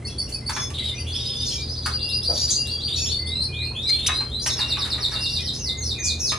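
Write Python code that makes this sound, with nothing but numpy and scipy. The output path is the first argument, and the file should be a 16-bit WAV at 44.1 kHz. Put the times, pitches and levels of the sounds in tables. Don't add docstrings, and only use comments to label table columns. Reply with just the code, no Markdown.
import sys
import numpy as np
from scipy import signal
from scipy.fft import rfft, irfft
from scipy.io import wavfile
from scipy.ndimage import uniform_filter1d

SR = 44100
rng = np.random.default_rng(int(sys.argv[2]) if len(sys.argv) > 2 else 0)


def int16_out(signal):
    q = np.round(np.clip(np.atleast_2d(signal).T, -1, 1) * 32767)
    wavfile.write(sys.argv[1], SR, q.astype(np.int16))


N = 281358

# (frequency [Hz], relative level [dB per Hz])
AIR_SPECTRUM = [(22, -46), (32, -13.5), (60, 3.5), (91, -3.5), (173, -10), (421, -12), (700, -22.5),
                (1490, -30.5), (3000, -35), (6000, -40), (10000, -44), (15000, -87)]
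# (frequency [Hz], side against middle [dB])
AIR_WIDTH = [(60, -36), (125, -23), (250, -16), (500, -6.5), (1000, -3), (12000, -26)]
# (centre [Hz], width [Hz], level [dB])
HUM_BANDS = [(80.9, 6.8, -36), (146.1, 2.8, -48.5), (221.8, 51, -48)]
# (time [s], level [dB])
FAR_PEEPS = [(0.076, -49), (.95, -46), (1.08, -49), (1.219, -47.5), (1.371, -45.5), (1.52, -46),
             (1.691, -44.5), (1.835, -45)]
# (time [s], level [dB], relative brightness [dB], rattle fade time [s])
CAGE_JOLTS = [(0.494, -21.5, -1.5, 0.0082), (0.562, -17.5, -11, 0.0058), (.702, -24, -3, 0.0033),
              (1.858, -18.5, -1, 0.0082), (4.086, -18.5, -34, 0.012), (4.205, -29, -22, 0.011),
              (4.46, -20, 0.5, 0.0084), (4.589, -31.5, -5, 0.027), (4.769, -25.5, -31, 0.01),
              (4.847, -35.5, -0.5, 0.036), (4.981, -25.5, -14, 0.0041), (5.112, -35, -3, 0.037),
              (6.318, -17.5, -9, 0.0053)]
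# (pitch [Hz], level [dB], time to fade by 60 dB [s])
CAGE_WIRES = [(1046, -33.5, 0.15), (1140, -26.5, .08), (1253, -25.5, 0.096), (1400, -30, 0.055),
              (1550, -34.5, 0.097), (1737, -38, 0.058), (2010, -36, 0.17), (2280, -36, 0.087)]
# (time [s], level [dB])
HUSK_CRACKS = [(2.673, -25.5), (3.203, -51), (3.434, -41), (4.3, -40)]
# (time [s], length [s], centre [Hz], width [Hz], level [dB])
SCOLDS = [(2.498, 0.042, 6470, 1220, -18.5), (6.035, 0.057, 6360, 1650, -23),
          (0.287, 0.025, 5200, 10000, -37.5)]
# (time [s], length [s], centre [Hz], width [Hz], level [dB])
WING_THUMPS = [(2.277, 0.11, 537, 287, -32), (3.708, 0.019, 990, 600, -42)]
# (time [s], length [s], edge pitch [Hz], top pitch [Hz], level [dB], left-right [dB])
SQUEAKS = [(3.891, 0.018, 1962, 2203, -19.5, 3), (4.061, 0.026, 1650, 3106, -14.5, 0.5),
           (4.46, 0.038, 2115, 3030, -20.5, 0)]
SQUEAK_HARMONICS = [-10, -3, -14.5, -19.5]
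# (time [s], upper voice [Hz], sag of the lower voice [Hz], level [dB])
TWO_VOICED_CALLS = [(0.535, 6466, 406, -33.5), (1.454, 6590, 197, -33.5), (2.343, 6550, 39.8, -32),
                    (2.964, 6710, 147, -30.5), (4.424, 6510, 214, -31), (6.204, 6510, 446, -28)]
# (time [s], length [s], pitch [Hz], roughness [0-1], level [dB])
BUZZES = [(0.099, 0.079, 3395, 0.34, -47), (0.743, 0.021, 3810, 0.62, -31),
          (0.787, 0.014, 3770, 0.59, -27.5), (0.836, 0.026, 3796, 0.52, -26.5),
          (0.886, 0.019, 3793, 0.55, -30.5), (1.046, 0.012, 2846, 0.7, -43),
          (1.072, 0.039, 3435, 0.3, -32.5), (1.152, 0.014, 3476, 0.34, -26.5),
          (1.196, 0.016, 3730, 0.36, -30), (1.242, 0.025, 3630, 0.56, -32.5),
          (1.293, 0.021, 3600, 0.38, -31.5), (1.339, 0.037, 3546, 0.28, -32),
          (1.409, 0.025, 3640, 0.4, -30), (1.451, 0.012, 3594, 0.36, -32.5),
          (1.508, 0.044, 3306, 0.63, -35.5), (1.573, 0.049, 3785, 0.34, -38),
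          (2.242, 0.016, 4680, 0.5, -31), (2.294, 0.048, 4730, 0.48, -32), (2.358, 0.029, 4580, 0.7, -27),
          (2.402, 0.038, 4780, 0.7, -31.5), (2.483, 0.025, 4714, 0.74, -26),
          (2.885, 0.031, 3590, 0.48, -28.5), (2.931, 0.026, 3825, 0.34, -26.5),
          (2.979, 0.014, 3595, 0.36, -31), (3.064, 0.022, 3550, 0.5, -29), (3.122, 0.01, 3600, 0.3, -28),
          (3.879, 0.018, 4746, 0.52, -30), (3.929, 0.034, 3486, 0.52, -30.5),
          (3.993, 0.016, 3610, 0.5, -30.5), (4.028, 0.032, 3718, 0.57, -30.5),
          (4.072, 0.012, 3864, 0.28, -26), (4.106, 0.057, 3846, 0.24, -31.5),
          (5.092, 0.027, 5770, 0.66, -52), (5.211, 0.042, 5065, 0.2, -31), (5.286, 0.015, 5540, 0.35, -38),
          (5.296, 0.028, 4710, 0.43, -31.5), (5.332, 0.041, 4810, 0.67, -32.5),
          (5.39, 0.023, 3330, 0.26, -41), (5.406, 0.019, 5390, 0.5, -35), (5.454, 0.038, 5090, 0.6, -41.5),
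          (5.537, 0.03, 5200, 0.96, -35)]
# (time [s], length [s], pitch [Hz], level [dB], left-right [dB])
SINGLE_CHIRPS = [(0.026, 0.026, 2120, -43, -2), (0.073, 0.015, 5490, -37, 2), (0.08, 0.014, 2710, -43.5, 0),
                 (0.218, 0.018, 2090, -50, 0), (0.278, 0.014, 2820, -46, 1), (.346, 0.011, 4540, -36, 0),
                 (0.348, 0.032, 2540, -50, 1), (0.415, 0.053, 2090, -50.5, 2), (1.485, 0.02, 4210, -28, 4),
                 (2.98, 0.048, 2608, -35.5, 1), (3.83, 0.031, 5580, -41.5, 2),
                 (0.859, 0.023, 5180, -39.5, 1), (2.09, 0.025, 5160, -30.5, 7),
                 (2.98, 0.015, 4870, -30.5, -2), (1.859, .025, 4430, -33, 0),
                 (2.233, 0.021, 5320, -28.5, -1), (2.296, .03, 5900, -44, 0), (2.597, 0.044, 5250, -36, -1),
                 (2.705, 0.12, 3350, -40, 1), (4.142, 0.035, 4864, -32.5, -2), (4.397, 0.04, 4765, -33, 2),
                 (5.191, 0.044, 4795, -32, 0)]
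# (time [s], pitch [Hz], level [dB])
DOUBLE_CHIRPS = [(0.052, 4504, -33.5), (0.185, 4603, -25), (0.326, 4610, -29), (0.465, 4580, -27),
                 (0.984, 4710, -32), (3.261, 4526, -31), (3.416, 4560, -27.5), (5.826, 4330, -31.5)]
# (time [s], length [s], pitch [Hz], level [dB], left-right [dB])
HELD_WHISTLES = [(.557, .138, 3470, -35.5, 1.2), (.986, .048, 2050, -47.8, 0),
                 (1.558, .088, 2370, -44.1, -2.7), (1.995, .225, 2775, -37, 5.8),
                 (2.575, .208, 2780, -38, 4.8), (3.86, .13, 2320, -42.1, 1.4),
                 (4.091, .058, 2565, -34.7, .7), (4.583, .188, 2780, -35.5, 5),
                 (5.154, .208, 2775, -35.5, 5.5)]
# (delay [s], length [s], first pitch [Hz], last pitch [Hz], level [dB], left-right [dB])
TUNE_NOTES = [(0, .185, 2040, 2095, -42.5, .3), (.3, .214, 2440, 2435, -38, -3),
              (.544, .09, 2565, 2535, -44, 2)]
TUNE_STARTS = [3.19, 5.661]
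# (time [s], length [s], level [dB])
FALLING_SWEEPS = [(4.485, 0.025, -20.5), (4.575, 0.042, -17.5), (4.683, 0.043, -16.5), (4.788, 0.043, -19),
                  (4.901, 0.033, -19), (5.004, 0.047, -18), (5.113, 0.049, -22), (5.219, 0.047, -20),
                  (5.319, 0.054, -20), (5.442, .051, -20.5), (5.589, 0.11, -22.5), (5.778, 0.14, -21.5),
                  (5.99, 0.12, -21), (6.193, 0.11, -23)]
# (time [s], top pitch [Hz], level [dB])
RISING_SWEEPS = [(1.115, 5180, -27.5), (1.184, 5130, -30), (1.251, 5145, -26), (1.317, 5010, -29.5),
                 (1.386, 5025, -26.5), (1.452, 4965, -27.5), (1.521, 4940, -33), (1.594, 4905, -29.5),
                 (1.673, 5080, -27.5), (1.752, 4910, -28.5), (1.824, 4914, -26.5), (1.904, 4835, -24.5),
                 (1.992, 4830, -22.5), (2.089, 4894, -20.5), (2.221, 4807, -21.5), (2.366, 4816, -22.5),
                 (2.503, 4780, -21), (2.657, 4714, -24.5), (2.801, 4704, -22.5), (2.915, 4490, -26),
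                 (3.069, 4468, -23), (3.271, 4158, -21), (3.529, 4286, -24), (3.755, 4203, -19),
                 (4.061, 4145, -24), (4.312, 4090, -22.5)]
# (time [s], first pitch [Hz], bend exponent [-], share of the length spent gliding [-])
RISING_DRIFT = [(1.099, 4230, 0.67, 0.78), (1.3, 3890, 0.63, 0.38), (1.549, 3590, 0.53, 0.67),
                (2.1, 3464, 0.81, 0.59), (2.8, 3390, 0.63, 0.66), (3.07, 3500, 0.94, 0.36),
                (3.268, 3510, 0.58, 0.87), (3.519, 3150, 0.81, 0.82), (4.351, 3480, 0.79, 0.64)]
# (frequency [Hz], lead of the left [rad])
LEFT_RIGHT_PHASE = [(3600, 0), (4400, 0.25), (5300, -1.48), (6500, -1), (11000, -1.11), (15500, -1.8)]

CHIRP_BEND = 0.8
CAGE_PAN_DB = -0.5


def amp(db):
    return 10 ** (np.asarray(db) / 20)


def rms_one(x):
    return x / np.sqrt(np.mean(x ** 2) + 1e-20)


def at_hz(points, hz):
    point_hz, values = np.array(points).T
    return np.interp(np.log(hz), np.log(point_hz), values)


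def spectrum_hz():
    return np.maximum(np.arange(N // 2 + 1) * SR / N, 1)


def add(track, s, sound, pan_db):
    at = round(s * SR)
    sound = sound[:N - at]
    track[:, at:at + len(sound)] += sound * amp([[pan_db / 2], [-pan_db / 2]])


def band(x, hz, width_hz):
    return signal.lfilter(*signal.iirpeak(hz, hz / width_hz, fs=SR), x)


def double_band(x, hz, width_hz):
    return band(band(x, hz, width_hz), hz, width_hz)


def wobble(rate_hz):
    r = np.exp(-2 * np.pi * rate_hz / SR)
    return rms_one(signal.lfilter([1], [1, -2 * r, r * r], rng.standard_normal(N)))


def room(track, wet_db, side_db=-6):
    t60_s, wall_cut_hz = 0.27, 9700
    t = np.arange(SR // 2) / SR
    decay = amp(-60 * t / t60_s) * (t > .003)
    mid, side = rng.standard_normal((2, len(t))) * decay
    side = amp(side_db) * side + amp(-8) * band(side, 16000, 4300)
    walls = signal.butter(1, wall_cut_hz, fs=SR, output="sos")
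    cloud = signal.sosfilt(walls, mid + side * [[1], [-1]])
    cloud = cloud / np.sqrt(np.sum(cloud ** 2) / 2)
    return track + amp(wet_db) * signal.fftconvolve(track, cloud, axes=1)[:, :N]


def octaves_of(track):
    strength = np.sqrt(np.abs(uniform_filter1d(track ** 2, size=256)))
    squared = track ** 2 / (strength + 1e-6)
    return signal.sosfilt(signal.butter(4, 3800, "high", fs=SR, output="sos"), squared)


def song(notes, swell, lead_s, lead_hz, octave_db, third_db, rough_hz, flutter_db, wet_db,
         hook_hz=0, hook_s=0.0099, rasp_ratio=0, glide_share=1, accent_db=0, arch_db=0, breath_db=-60):
    track, thirds = np.zeros((2, N)), np.zeros((2, N))
    waver, flutter = wobble(130.0), wobble(74)
    notes = list(notes)
    shares = np.broadcast_to(glide_share, len(notes))
    for (s, length, first, last, column, db, *pan), share in zip(notes, shares):
        bend, rough = (1, column) if rasp_ratio else (column, 1)
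        t = np.arange(round((lead_s + length + hook_s) * SR)) / SR - lead_s
        at = np.minimum(round(s * SR) + np.arange(len(t)), N - 1)
        u = np.clip(t / (share * length), 0, 1)

        hz = first + (last - first) * u ** bend + rough * rough_hz * waver[at]
        hz = hz + lead_hz * np.maximum(-t / lead_s, 0)
        hz = hz + hook_hz * (np.maximum(t - length, 0) / hook_s) ** 0.704
        phase = 2 * np.pi * np.cumsum(hz) / SR

        fade_in = np.minimum(1 + t / lead_s, 1) ** 1.63
        fade_out = np.minimum((t[-1] - t) / hook_s * 0.62, 1)
        push = accent_db * np.exp(-(t / 0.021) ** 2)
        growth = swell * (u ** bend - 1.5)
        arch = arch_db * (np.sin(np.pi * u) - .5)
        level = db + growth + arch + flutter_db * np.tanh(flutter[at]) + push
        shape = amp(level) * fade_in * fade_out

        rasp = 1
        if rasp_ratio:
            stumble = np.cumsum(0.164 * rng.standard_normal(len(t)))
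            rasp = 1 + rough * amp(-1.5) * np.sin(rasp_ratio * phase + stumble)
        add(track, s - lead_s, shape * rasp * np.sin(phase), sum(pan))
        add(thirds, s - lead_s, shape * np.sin(3 * phase), sum(pan))
    breath = double_band(track * rng.standard_normal(N), 8700, 3500)
    voice = track + amp(breath_db) * breath
    voice = voice + amp(octave_db) * octaves_of(track) + amp(third_db) * thirds
    return room(voice, wet_db)


def background():
    air_db, mains_hz, mains_db = -38, 121, -39.5
    hz = spectrum_hz()
    mid, side = rfft(rng.standard_normal((2, N))) * amp(at_hz(AIR_SPECTRUM, hz))
    side = side * amp(at_hz(AIR_WIDTH, hz))
    air = irfft(mid + side * [[1], [-1]], N)
    hum = 0
    for centre, width, db in HUM_BANDS:
        noise = rng.standard_normal(N + SR)
        settled = double_band(noise, centre, width)[SR:]
        hum = hum + amp(db) * rms_one(settled)
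    tone = np.sqrt(2) * np.sin(2 * np.pi * mains_hz * np.arange(N) / SR)
    mains = amp(mains_db + 1.7 * wobble(3.4)) * tone
    return amp(air_db) * rms_one(air) + hum + mains


def chatter(count):
    when, pitch, long, glide, loud, side = rng.random((count, 6)).T
    start = 0.015 + when * (N / SR - .1)
    length = np.interp(long, [0, 1], (.015, .05))
    hz = np.interp(pitch, [0, 1], (2000, 5800))
    last_hz = hz + 350 * (2 * glide - 1)
    db = -58 + 3 * (2 * loud - 1)
    return zip(start, length, hz, last_hz, [CHIRP_BEND] * count, db, 8 * (side - .5))


def far_peeps():
    length_s, middle_hz, droop_hz = 0.038, 6053, 119
    first, last = middle_hz + droop_hz / 2, middle_hz - droop_hz / 2
    return [(s, length_s, first, last, CHIRP_BEND, db) for s, db in FAR_PEEPS]


def shuffle():
    start_s, end_s, touches_per_s, level_db = 4.48, 5.25, 290, -54.5
    t = np.arange(N) / SR
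    fades = np.clip(np.minimum(t - start_s, end_s - t) / 0.065, 0, 1)
    busy = fades * amp(5.2 * wobble(32))
    touches = rng.standard_normal(N) * (rng.random(N) < touches_per_s / SR)
    body = rms_one(band(band(touches, 930, 2800), 1100, 3100))
    track = np.zeros((2, N))
    add(track, 0, amp(level_db) * busy * body, CAGE_PAN_DB)
    return room(track, wet_db=2.5)


def cage():
    track, t = np.zeros((2, N)), np.arange(SR // 3) / SR
    for s, db, bright, rattle in CAGE_JOLTS:
        contacts = rng.standard_normal(len(t)) * (rng.random(len(t)) < .16)
        shower = contacts * np.exp(-t / rattle) * np.minimum(t / 0.003, 1)
        ring = band(band(shower, 1530, 2940), 1490, 1530) * amp(17.5)
        for hz, mode_db, t60 in CAGE_WIRES:
            r = amp(-60 / (t60 * SR))
            w = 2 * np.pi * hz * (1 + .02 * rng.normal()) / SR
            wire = signal.lfilter([0, np.sin(w)], [1, -2 * r * np.cos(w), r * r], shower)
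            ring += amp(mode_db + 4.7 * rng.normal()) * wire
        bare = amp(bright + 12.0) * band(shower, 3550, 2440)
        add(track, s, amp(db) * (ring + bare), CAGE_PAN_DB)
    for s, db in HUSK_CRACKS:
        crack = rng.standard_normal(200) * np.exp(-np.arange(200) / SR / 0.00068)
        add(track, s, amp(db) * band(crack, 5560, 11200), 0)
    return room(track, wet_db=0.0, side_db=-2.5)


def bursts():
    track = np.zeros((2, N))
    for s, length, hz, width, db in SCOLDS + WING_THUMPS:
        u = np.linspace(0, 1, round(length * SR))
        noise = rms_one(double_band(rng.standard_normal(len(u)), hz, width))
        fades = np.clip(u / 0.29, 0, 1) * (1 - u) ** 2.4
        add(track, s, amp(db) * noise * fades, 0)
    return room(track, wet_db=7.0)


def squeaks():
    track = np.zeros((2, N))
    for s, length, edge, top, db, pan in SQUEAKS:
        arch = np.sin(np.linspace(0, np.pi, round(length * SR)))
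        hz = edge + (top - edge) * arch + 400 * rng.standard_normal(len(arch))
        phase = 2 * np.pi * np.cumsum(hz) / SR
        tone = sum(amp(g) * np.sin((k + 1) * phase) for k, g in enumerate(SQUEAK_HARMONICS))
        add(track, s, amp(db) * arch ** 0.58 * tone, pan)
    return room(track, wet_db=-13)


def two_voiced():
    length_s, low_hz, lift_hz, upper_db = .12, 5610, 208, -4.5
    low = [(s, length_s, low_hz, low_hz - sag, 1, db) for s, high, sag, db in TWO_VOICED_CALLS]
    upper = [(s, length_s, high, high + lift_hz - sag, 1, db + upper_db)
             for s, high, sag, db in TWO_VOICED_CALLS]
    return low + upper


def buzzes():
    return [(s, length, hz, hz, rough, db) for s, length, hz, rough, db in BUZZES]


def chirps():
    lower_s, lower_rise_hz = 0.0278, 87.4
    upper_s, lag_s, ratio, upper_rise_hz, upper_db, upper_pan_db = 0.031, .012, 1.14, 123, -10, 3
    notes = [(s, length, hz, hz, CHIRP_BEND, db, pan) for s, length, hz, db, pan in SINGLE_CHIRPS]
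    for s, hz, db in DOUBLE_CHIRPS:
        upper = ratio * hz
        notes.append((s, lower_s, hz - lower_rise_hz, hz, CHIRP_BEND, db))
        notes.append((s + lag_s, upper_s, upper, upper + upper_rise_hz, CHIRP_BEND,
                      db + upper_db, upper_pan_db))
    return notes


def whistles():
    tune = [(s + lag, length, first, last, 1, db, pan)
            for s in TUNE_STARTS for lag, length, first, last, db, pan in TUNE_NOTES]
    return tune + [(s, length, hz, hz, 1, db, pan) for s, length, hz, db, pan in HELD_WHISTLES]


def falling_roll():
    landing_hz, span_hz = 3546, 2700
    return [(s, length, landing_hz + span_hz * (10 * length) ** 0.41, landing_hz, 0.47 + 8.0 * length, db)
            for s, length, db in FALLING_SWEEPS]


def rising_roll():
    s, top, db = np.transpose(RISING_SWEEPS)
    at, first, bend, share = np.transpose(RISING_DRIFT)
    length = np.append(.62 * np.diff(s), 0.065)
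    notes = zip(s, length, np.interp(s, at, first), top, np.interp(s, at, bend), db)
    return notes, np.interp(s, at, share)


def scene():
    birds = song(chatter(count=130), swell=.1, lead_s=0.0088, lead_hz=-100, octave_db=-38, third_db=-34,
                 rough_hz=38.8, flutter_db=13.0, wet_db=6.0)
    birds += song(far_peeps(), swell=.1, lead_s=.015, lead_hz=-250, octave_db=-28, third_db=-45,
                  rough_hz=70, flutter_db=4.5, wet_db=4, hook_s=.02)
    birds += song(two_voiced(), swell=0.11, lead_s=0.013, lead_hz=0, octave_db=-20.0, third_db=-42,
                  rough_hz=66.0, flutter_db=1.5, wet_db=-0.5, breath_db=-18)
    birds += song(buzzes(), swell=0.069, lead_s=.012, lead_hz=-1400, octave_db=-23.5, third_db=-27,
                  rough_hz=191, flutter_db=3, wet_db=1.0, hook_s=0.0075, rasp_ratio=.17, breath_db=-16)
    birds += song(chirps(), swell=0.44, lead_s=0.0074, lead_hz=-320, octave_db=-14.5, third_db=-38,
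                  rough_hz=25.3, flutter_db=3.0, wet_db=-3.5, hook_hz=-350, hook_s=0.027, breath_db=-18)
    birds += song(whistles(), swell=0.048, lead_s=0.0096, lead_hz=0, octave_db=-44, third_db=-32,
                  rough_hz=4, flutter_db=1.5, wet_db=-12, arch_db=9, hook_s=0.025)
    birds += song(falling_roll(), swell=12.3, lead_s=.014, lead_hz=472, octave_db=-21.5, third_db=-26.5,
                  rough_hz=25, flutter_db=3.5, wet_db=6.0, hook_hz=430, hook_s=0.0055, breath_db=-28)
    rises, shares = rising_roll()
    birds += song(rises, swell=14.0, lead_s=0.012, lead_hz=-500, octave_db=-24.5, third_db=-32.5,
                  rough_hz=30, flutter_db=-2.5, wet_db=5.5, hook_hz=-86, glide_share=shares,
                  accent_db=2.5, breath_db=-31)
    return background() + shuffle() + cage() + bursts() + squeaks() + birds


def record(dry):
    shelf_hz, shelf_db, cutoff_hz = 11600, -1.4, 16750
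    bright = dry + amp(7.5) * band(dry, 10310, 1920)
    below = signal.sosfilt(signal.butter(10, shelf_hz, fs=SR, output="sos"), bright)
    above = signal.sosfilt(signal.butter(10, shelf_hz, "high", fs=SR, output="sos"), bright)
    stepped = below + amp(shelf_db) * above
    turn = at_hz(LEFT_RIGHT_PHASE, spectrum_hz()) / 2
    shifted = irfft(rfft(stepped) * np.exp(1j * turn * [[1], [-1]]), N)
    return signal.sosfilt(signal.cheby2(12, 70, cutoff_hz, fs=SR, output="sos"), shifted)


dry = scene()
out = record(dry)
int16_out(out)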